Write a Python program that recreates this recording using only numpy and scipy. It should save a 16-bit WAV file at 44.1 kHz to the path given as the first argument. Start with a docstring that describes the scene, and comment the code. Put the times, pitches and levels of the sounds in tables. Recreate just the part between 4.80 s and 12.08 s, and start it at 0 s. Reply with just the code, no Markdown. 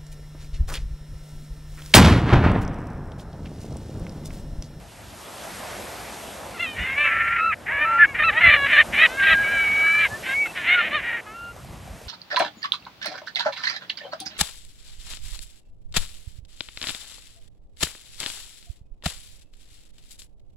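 """On a beach, gulls squabble close by while two small waves break and wash out.
Gull voices jump between nasal cries (harmonics under a beak resonance), thin near-pure whistles and rasps
(uneven pulses ringing a tight throat); one long call sounds two coupled notes at once.
Surf is banded noise with bursting bubbles, and slaps at the shore are ringing air pockets.
A light wind, low filtered noise, buffets the two microphone ports."""
import sys
import numpy as np
from scipy import signal
from scipy.fft import rfft, irfft
from scipy.io import wavfile
from scipy.ndimage import uniform_filter1d, minimum_filter1d, map_coordinates

SR = 44100
rng = np.random.default_rng(int(sys.argv[2]) if len(sys.argv) > 2 else 0)


def store_pcm(level_fs):
    """Save levels as 16-bit WAV."""
    pcm = np.round(np.clip(level_fs, -1, 1) * 32767).astype(np.int16)
    wavfile.write(sys.argv[1], SR, np.atleast_2d(pcm).T)


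N = 321048
T = np.arange(N) / SR
FREQS = np.fft.rfftfreq(N, 1 / SR)


def undb(db):
    """Decibel law: level to amplitude gain."""
    return 10 ** (np.asarray(db) / 20)


def unit(x):
    """Normalisation to rms 1."""
    return x / np.sqrt(np.mean(x ** 2))


def shape(points, hz):
    """Spectral envelope: gain interpolated in dB over log frequency."""
    f, db = np.transpose(points)
    return undb(np.interp(np.log(np.maximum(hz, 1)), np.log(f), db))


def colour(x, points):
    """Linear filtering: the spectrum is multiplied by an envelope."""
    return irfft(rfft(x) * shape(points, FREQS), N)


def curves(table):
    """Interpolation: each column after the first, drawn as straight lines over time."""
    s, *columns = np.transpose(table)
    return [np.interp(T, s, column) for column in columns]


def walk(rate, size=N):
    """Smooth random wander of spread near 1, through `rate` random knots per second."""
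    knots = rng.standard_normal(int(size / SR * rate) + 4)
    return map_coordinates(knots, [1 + np.arange(size) / SR * rate], order=2, mode="nearest")


def stereo_noise(side):
    """Partial coherence: two channels share a common noise and an opposed one."""
    mid, apart = rng.standard_normal((2, N))
    return mid + side * apart * np.array([[1], [-1]])


# Wind on the ports. Each row: time in seconds, level in dB before the trim.
WIND_LEVEL = [(0, -42), (0.1, -47.5), (0.3, -47.5), (2.6, -47.5), (3.4, -41), (5, -44.5), (6.4, -52.5),
              (6.85, -38.5), (7.28, -43.5)]
# Sudden buffets. Each row: time of the peak in seconds, level in dB, Gaussian half-width in seconds.
WIND_BUFFETS = [(2.019, -30.5, 0.024), (3.669, -32.5, 0.029), (4.537, -30.5, 0.015), (5.331, -33, 0.011)]
# Spectrum of the turbulence. Each row: frequency in Hz, relative level in dB.
WIND_SPECTRUM = [(20, -29), (50, -0.5), (90, -1), (150, -6.5), (260, -15.5), (600, -38), (2000, -79)]


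def wind(side=0.23, flutter_db=3.0, trim_db=-2):
    """Turbulent pressure: low, partly coherent noise at the ports, with a few sharper buffets."""
    level_db, = curves(WIND_LEVEL)
    size = undb(level_db + trim_db + flutter_db * walk(19))
    for s, db, half_width in WIND_BUFFETS:
        size = size + undb(db) * np.exp(-((T - s) / half_width) ** 2)
    return unit(colour(stereo_noise(side), WIND_SPECTRUM)) * size


# The waves. Each row: time in seconds, churning water level in dB, foam hiss level in dB.
SURF_LEVELS = [(0.05, -57, -58.5), (0.3, -54, -53.5), (0.65, -47.5, -47), (0.92, -44.5, -46.5),
               (1.4, -48, -47.5), (1.8, -46.5, -51.5), (2.7, -52, -59.5), (3.3, -48, -58),
               (4.2, -44, -48.5), (5.55, -48, -48.5), (6.1, -46, -57.5), (6.6, -56, -59),
               (7.251, -55, -56.5)]
# Spectrum of the wash. Each row: frequency in Hz, relative level in dB.
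WASH_SPECTRUM = [(60, -20.5), (200, -3), (420, -4.5), (660, 0), (1100, -5), (2000, -8), (4500, -13.5),
                 (8800, -15), (10900, -10.5), (12200, -17.5), (14000, -60)]


def surf(flicker_db=2.37, bubble_db=-7, bubble_rate=400, bubble_spread_db=3, low_side=0.36, high_side=0.15):
    """Bubble noise: bands of rushing water and bursts; the lows follow the churn, the highs the foam."""
    churn_db, hiss_db = curves(SURF_LEVELS)
    wash = shape(WASH_SPECTRUM, FREQS)
    # refer the churn level to 200-480 Hz and the hiss level to 5-9 kHz
    churn_db = churn_db - 10 * np.log10(np.mean(wash ** 2 * (FREQS > 200) * (FREQS < 480)))
    hiss_db = hiss_db - 10 * np.log10(np.mean(wash ** 2 * (FREQS > 5000) * (FREQS < 9000)))
    out = np.zeros((2, N))
    for hz in np.geomspace(100, 12800, 15):
        # half-octave spacing; neighbouring bands overlap at constant power
        band = np.cos(np.pi / 2 * np.clip(2 * np.log2((FREQS + 1) / hz), -1, 1))
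        foam = np.clip(np.log(hz / 700) / np.log(6.5), 0, 1)
        # bursts per second grow with band frequency: bubble_rate at 700 Hz
        pops = np.zeros(N)
        at = rng.integers(0, N, int(bubble_rate * hz / 700 * N / SR))
        pop_db = bubble_spread_db * np.minimum(rng.exponential(size=len(at)), 5)
        pops[at] = rng.choice([-1, 1], len(at)) * undb(pop_db)
        rush = stereo_noise(low_side + foam * (high_side - low_side))
        water = unit(rush + undb(bubble_db) * unit(pops))
        level_db = churn_db + foam * (hiss_db - churn_db)
        level_db = level_db + flicker_db * (1 - 0.61 * foam) * walk(18)
        out += irfft(rfft(water) * band * wash, N) * undb(level_db)
    return out


# roundness of a crest of effort (1 = pointed); how fast the voice starts and stops, in seconds
CREST_ROUNDNESS, ATTACK_S, RELEASE_S = 1.5, .011, 0.0053


def voiced(start, end):
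    """Onset and offset of phonation: the samples a note covers and its soft-edged gate."""
    span = np.flatnonzero((T > start - ATTACK_S) & (T < end + RELEASE_S))
    edge = np.minimum((T[span] - start) / ATTACK_S, (end - T[span]) / RELEASE_S)
    return span, np.sin(np.pi / 4 * (1 + np.clip(edge, -1, 1))) ** 2


def push(start, rise, fall, db, swell_db):
    """Effort sets loudness: samples, gain, and slack (0-1) before and after the crest of one push."""
    span, gate = voiced(start, start + rise + fall)
    since_crest = T[span] - start - rise
    before = np.clip(-since_crest / rise, 0, 1) ** CREST_ROUNDNESS
    after = np.clip(since_crest / fall, 0, 1) ** CREST_ROUNDNESS
    return span, gate * undb(db - swell_db * (before + after)), before, after


def note(start, rise, fall, crest_hz, climb, sag, db, swell_db):
    """Effort sets pitch too, climbing to the crest and sagging after it: samples, gain, pitch in Hz."""
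    # a negative share bends the pitch the other way
    span, gain, before, after = push(start, rise, fall, db, swell_db)
    return span, gain, crest_hz * (1 - climb * before - sag * after)


def vibrate(hz, waver, jitter, waver_rate=70, jitter_rate=600):
    """Frequency modulation: phase of a membrane whose pitch wavers slowly and jitters quickly."""
    drift = waver * walk(waver_rate, len(hz)) + jitter * walk(jitter_rate, len(hz))
    return 2 * np.pi * np.cumsum(hz * (1 + drift)) / SR


# Nasal cries. Each row: start in seconds, rise in seconds, fall in seconds, crest pitch in Hz, share of
# pitch climbed, share lost after the crest, crest level in dB, swell in dB, beak resonance in Hz.
CRY_NOTES = [ (1.745, 0.011, 0.038, 707, 0, 0.21, -41.5, 0, 1500),
             (1.796, .018, 0.05, 707, 0.058, 0.09, -26, 4.5, 2420),
             (1.86, .006, 0.09, 620, 0.0031, .047, -32.5, 13, 2780),
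             (1.95, 0.19, .019, 541, 0.16, 0.014, -26, 11, 2050),
             (1.982, .035, .1, 726, 0.081, 0.1, -34.5, 4, 3100),
             (2.16, 0.05, 0.093, 591, 0.056, 0.043, -17.5, 7.5, 2160),
             (2.174, .087, 0.043, 530, 0.011, 0.045, -21, 13, 2730),
             (2.29, 0.063, 0.17, 596, .03, -0.036, -27, 6, 1800),
             (2.879, 0.059, 0.056, 565.5, .3, 0.0055, -23.5, 3, 1880),
             (2.89, 0.049, .25, 323, 0.078, 0.12, -36, -4, 800),
             (2.977, 0.065, 0.017, 603.5, 0.039, 0.056, -17.5, 11, 2040),
             (3.08, 0.049, .07, 472, .02, .04, -46, -0.5, 900),
             (3.262, 0.031, .045, 564, .05, .06, -32, 11, 2060),
             (3.388, 0.02, 0.037, 610, -0.017, 0.024, -18, 9, 1630),
             (3.433, 0.014, 0.051, 1336, 0.11, 0.046, -17.5, -2.5, 1830),
             (3.485, .005, 0.019, 632, 0, 0.13, -15, 4, 1610),
             (3.51, .088, .02, 488, 0.23, 0, -33.5, -2, 950),
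             (3.539, 0.049, 0.016, 638, 0.11, -0.091, -15, 21, 1750),
             (3.606, .053, 0.075, 678, -.059, .15, -12, 10, 1976),
             (3.654, 0.088, 0.01, 594, 0.033, 0.1, -14.5, 4, 2090),
             (3.73, 0.063, 0.08, 561, -0.12, 0.0068, -21, 1.5, 1490),
             (3.924, 0.012, 0.036, 599, -0.08, 0.038, -15.5, 4, 1980),
             (3.968, 0.035, 0.016, 619, 0.11, 0.098, -8.5, 8.5, 1810),
             (4.145, 0.074, .008, 621, .14, .058, -17.5, 13, 2230),
             (4.213, 0.039, 0.014, 641, -0.025, 0.1, -11, 6.5, 2070),
             (4.274, 0.101, .022, 534, .088, -.023, -36, 3, 1650),
             (4.412, 0.03, 0.013, 388, 0.1, 0.0049, -18.5, 20, 1790),
             (4.46, 0.0062, 0.048, 648, -0.065, .12, -18.5, 4, 2080),
             (4.49, 0.038, 0.026, 651, -0.022, 0.21, -14, 13, 1700),
             (5.457, 0.072, .014, 538, 0.056, -0.059, -25, 11, 1600),
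             (5.656, 0.0027, 0.02, 477, 0.033, 0.26, -29.5, 13, 1400),
             (5.758, .028, 0.052, 360, -0.062, 0.074, -31, 11, 1670),
             (5.872, .069, 0.023, 731, 0.083, -0.014, -16.5, 5.5, 2124),
             (5.991, 0.026, 0.049, 588, -0.12, -0.12, -23.5, 11, 1740),
             (6.113, 0.041, .047, 611, 0.085, 0.15, -22.5, 12.5, 1430),
             (6.24, 0.041, .04, 478, .02, 0.064, -29, 1, 1900),
             (6.315, 0.03, 0.055, 473, .03, 0.071, -25.5, 20, 1900),
             (6.463, 0.0052, 0.096, 422, 0.023, -0.1, -39, 9, 1270)]
# A gull's throat. Each row: frequency in Hz, relative level in dB.
THROAT_SPECTRUM = [(330, -29), (560, -8.5), (850, -6), (1250, -2.5), (1800, 2.5), (2400, 2.5), (3000, 0),
                   (3300, -7), (3700, -5.5), (4200, -14), (4600, -56)]


def cries(beak_width_hz=260, direct=0.21, doubling=0.11, shimmer_db=2.12, count=12):
    """Source and filter: whichever harmonic meets the beak resonance leaps out."""
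    out, k = np.zeros(N), np.arange(1, count + 1)[:, None]
    for *row, beak_hz in CRY_NOTES:
        span, gain, hz = note(*row)
        beak = direct + 1 / (1 + 2j * (k * hz - beak_hz) / beak_width_hz)
        partials = shape(THROAT_SPECTRUM, k * hz) * beak
        partials /= np.sqrt(np.sum(abs(partials) ** 2, axis=0) / 2)
        phase = vibrate(hz, waver=.003, jitter=.005)
        voice = np.sum(partials * np.exp(1j * k * phase), axis=0).real
        # in fits, strong and weak cycles alternate and put lines between the harmonics
        voice *= 1 + doubling * walk(33.4, len(span)) * np.cos(phase / 2)
        out[span] += voice * gain * undb(shimmer_db * walk(218.1, len(span)))
    return out


# Rasps. Each row: start in seconds, rise in seconds, fall in seconds, crest level in dB before the trim,
# swell in dB.
RASP_PUSHES = [ (1.964, 0.025, 0.18, -30, 3), (2.253, 0.066, 0.29, -20.5, 2), (2.594, .053, .079, -37, 7),
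               (2.714, .014, 0.015, -13.5, 13), (2.859, 0.013, 0.39, -29.5, 5),
               (3.183, .07, 0.0083, -16.5, 6), (3.345, 0.018, .1, -21, 6), (3.484, .019, 0.1, -30, -4),
               (3.608, 0.12, 0.042, -17.5, -0.5), (3.86, 0.15, 0.019, -16, 5), (4.13, .13, .011, -18, 4.5),
               (4.39, 0.13, 0.036, -21.5, 11), (4.56, 0.13, .55, -33.5, 7.5), (5.19, .065, 0.021, -24.5, 3),
               (5.429, 0.038, 0.095, -31, 8), (5.75, 0.014, .09, -31, 4.5), (5.839, 0.058, 0.19, -21, 8.5),
               (6.056, 0.28, 0.071, -30.5, 1.5)]
# The throat squeezed for a rasp. Each row: frequency in Hz, relative level in dB.
TIGHT_THROAT_SPECTRUM = [(300, -35), (600, -18), (1000, -11.5), (1400, -6), (1750, 1), (2350, 2),
                         (2650, -4), (3000, -2), (3300, -10.5), (3700, -12.5), (4250, -21.5), (4600, -60)]


def resonate(x, hz, width_hz):
    """A single resonance, gain 1 at its centre."""
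    return signal.lfilter(*signal.iirpeak(hz, hz / width_hz, fs=SR), x)


def rasp(pulse_hz=350, lurch=.18, jitter=.07, scatter_db=1.5, flutter_db=4.5,
         beak_hz=1920, beak_width_hz=1100, trim_db=-1):
    """Impulse excitation: membranes slap at a lurching rate, and each slap rings the tight throat."""
    rate_hz = pulse_hz * np.exp(lurch * walk(70) + jitter * walk(350))
    turns = np.cumsum(rate_hz) / SR
    slap_size = undb(scatter_db * walk(400) + flutter_db * walk(60))
    pulses = np.diff(np.floor(turns), prepend=0) * slap_size
    voice = resonate(colour(pulses, TIGHT_THROAT_SPECTRUM), beak_hz, beak_width_hz)
    power = np.zeros(N)
    for row in RASP_PUSHES:
        span, gain, _, _ = push(*row)
        power[span] += gain ** 2
    # level the ringing over about 34 ms, then give it the power of the pushes
    running_power = uniform_filter1d(voice ** 2, size=1500) + 1e-12
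    return voice * np.sqrt(power / running_power) * undb(trim_db)


# Opening of the beak: a wide gape lets the top of the voice out.
# Each row: time in seconds, gain of the treble in dB.
GAPE_TREBLE = [(1.85, 4), (2.22, -8), (2.35, -15), (3.2, -17), (3.44, -4.5), (3.65, -0.5), (4.5, 7),
               (6.1, 5.5), (6.4, -5.5)]


def gape(voice, edge_hz=2750):
    """Radiation from an aperture: treble swells and shrinks with the opening of the beak."""
    highpass = signal.butter(4, edge_hz, "high", fs=SR, output="sos")
    treble = signal.sosfiltfilt(highpass, voice)
    treble_db, = curves(GAPE_TREBLE)
    return voice + treble * (undb(treble_db) - 1)


# Whistled notes. Each row: start in seconds, rise in seconds, fall in seconds, crest pitch in Hz, share of
# pitch climbed, share lost after the crest, crest level in dB, swell in dB, overtone boost in dB.
WHISTLE_NOTES = [ (2.245, 0.42, .025, 1383, 0.035, -.02, -26, 4.5, -4),
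                 (2.584, 0.11, .028, 1325, 0.036, 0.085, -21, 4, 0.5),
                 (3.046, .15, .04, 1385, .058, -.015, -18.5, 4, -5),
                 (3.193, 0.039, .021, 1726, -0.014, 0.095, -6.5, 8.5, 1.5),
                 (5.296, 0.048, .032, 1758, 0.05, -0.026, -31.5, 11, -3),
                 (5.488, 0.13, 0.056, 2289, 0.11, .087, -20, 12, 0),
                 (5.607, 0.043, 0.065, 2670, 0.0075, 0.017, -39.5, 1, 0),
                 (5.934, 0.058, 0.025, 1403, -0.086, 0.055, -18, 10.5, 3),
                 (6.542, 0.12, .06, 1396, .02, 0.0013, -37, 5.5, 7)]
# How overtones get through the throat. Each row: frequency in Hz, level in dB re the note before the boost.
OVERTONE_SPECTRUM = [(2550, -4), (2800, -19.5), (3150, -47), (3950, -28.5), (4600, -54)]


def whistles(shimmer_db=0.84):
    """High register: a nearly sinusoidal vibration with its second and third harmonics."""
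    out = np.zeros(N)
    for *row, boost_db in WHISTLE_NOTES:
        span, gain, hz = note(*row)
        phase = vibrate(hz, waver=0.0033, jitter=0.0067)
        overtones = sum(shape(OVERTONE_SPECTRUM, k * hz) * np.sin(k * phase) for k in (2, 3))
        voice = np.sin(phase) + undb(boost_db) * overtones
        out[span] += np.sqrt(2) * voice * gain * undb(shimmer_db * walk(120, len(span)))
    return out


# The long two-note call. Each row: time in seconds, low pitch in Hz, low level in dB, high pitch in Hz,
# high level in dB.
DUET_TRACK = [(4.376, 1652, -28, 2200, -32), (4.41, 1587, -18, 2162, -34), (4.559, 1618, -19.5, 2365, -47),
              (4.625, 1650, -20.5, 2307, -36), (4.649, 1603, -30.5, 2248, -22.5),
              (4.72, 1644, -22, 2350, -32.5), (4.8, 1610, -26, 2287, -20.5), (4.9, 1606, -39, 2245, -21),
              (5.071, 1640, -26.5, 2285, -18), (5.215, 1710, -27, 2363, -20),
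              (5.245, 1652, -27, 2300, -18.5), (5.269, 1545, -25, 2050, -25)]


def duet(sum_db=-23, upper_db=-15, lower_db=-13, shimmer_db=0.8, flutter_db=2.5):
    """Nonlinear coupling: both sides of the syrinx sing at once, adding sum and difference tones."""
    out = np.zeros(N)
    span, gate = voiced(DUET_TRACK[0][0], DUET_TRACK[-1][0])
    low_hz, low_db, high_hz, high_db = (curve[span] for curve in curves(DUET_TRACK))
    # the low side is pulled about when the high one is stronger
    weak = np.clip(.5 + (high_db - low_db) / 20, 0, 1)
    low = vibrate(low_hz, waver=.003 + .008 * weak, jitter=.005 + .014 * weak)
    high = vibrate(high_hz, waver=0.0016, jitter=0.0049)
    low_size = undb(low_db + (shimmer_db + flutter_db * weak) * walk(170, len(span)))
    high_size = undb(high_db + shimmer_db * walk(89.8, len(span)))
    mixed = undb(sum_db) * np.sin(low + high)
    mixed += undb(upper_db) * np.sin(2 * high - low)
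    mixed += undb(lower_db) * np.sin(2 * (high - low))
    voice = low_size * np.sin(low) + high_size * np.sin(high)
    voice += np.sqrt(low_size * high_size) * mixed
    out[span] = np.sqrt(2) * gate * voice
    return out


# Water slapping at the shore. Each row: start in seconds, peak level in dB, starting pitch in Hz.
SHORE_SLAPS = [(6.764, -33, 705), (6.847, -33, 681), (6.934, -34, 600), (7.077, -33, 710),
               (7.215, -31.5, 600)]


def slaps(t60_s=0.022, splash_db=-13, glide=4):
    """Bubble resonance: a trapped air pocket rings and rises in pitch under a short splash."""
    out, t = np.zeros(N), T[:SR // 20]
    for s, db, hz in SHORE_SLAPS:
        # the pitch gains 2 * glide times its starting value per second
        pocket = np.sin(2 * np.pi * hz * t * (1 + glide * t))
        splash = undb(splash_db) * rng.standard_normal(len(t))
        decay = undb(db - 60 * t / t60_s)
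        i = int(s * SR)
        out[i:i + len(t)] += ((pocket + splash) * decay)[:N - i]
    return out


def scene():
    """Superposition: gulls straight ahead in the open air, over water and wind."""
    return wind() + surf() + gape(cries() + rasp()) + whistles() + duet() + slaps()


def limit(x, ceiling=0.99):
    """Gain control: the level is turned down smoothly around any peak above the ceiling."""
    room = np.minimum(1, ceiling / (abs(x).max(axis=0) + 1e-9))
    return x * uniform_filter1d(minimum_filter1d(room, size=260), size=260)


# The two ports ring at slightly different pitches.
# Each row: frequency in Hz, phase by which left leads right in radians.
PORT_LEAD = [(0, 0), (8700, 0), (9220, -1.3), (10300, -3.14), (11800, -6.28)]
TOP_HZ = 13100


def record(dry):
    """Phase response: the ports turn the top treble out of phase; peaks are limited and the top is cut."""
    lead = np.interp(FREQS, *np.transpose(PORT_LEAD))
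    ports = irfft(rfft(dry) * np.exp(1j * lead * np.array([[.5], [-.5]])), N)
    lowpass = signal.ellip(8, .2, 70, TOP_HZ, fs=SR, output="sos")
    return signal.sosfilt(lowpass, limit(ports))


dry = scene()
out = record(dry)
store_pcm(out)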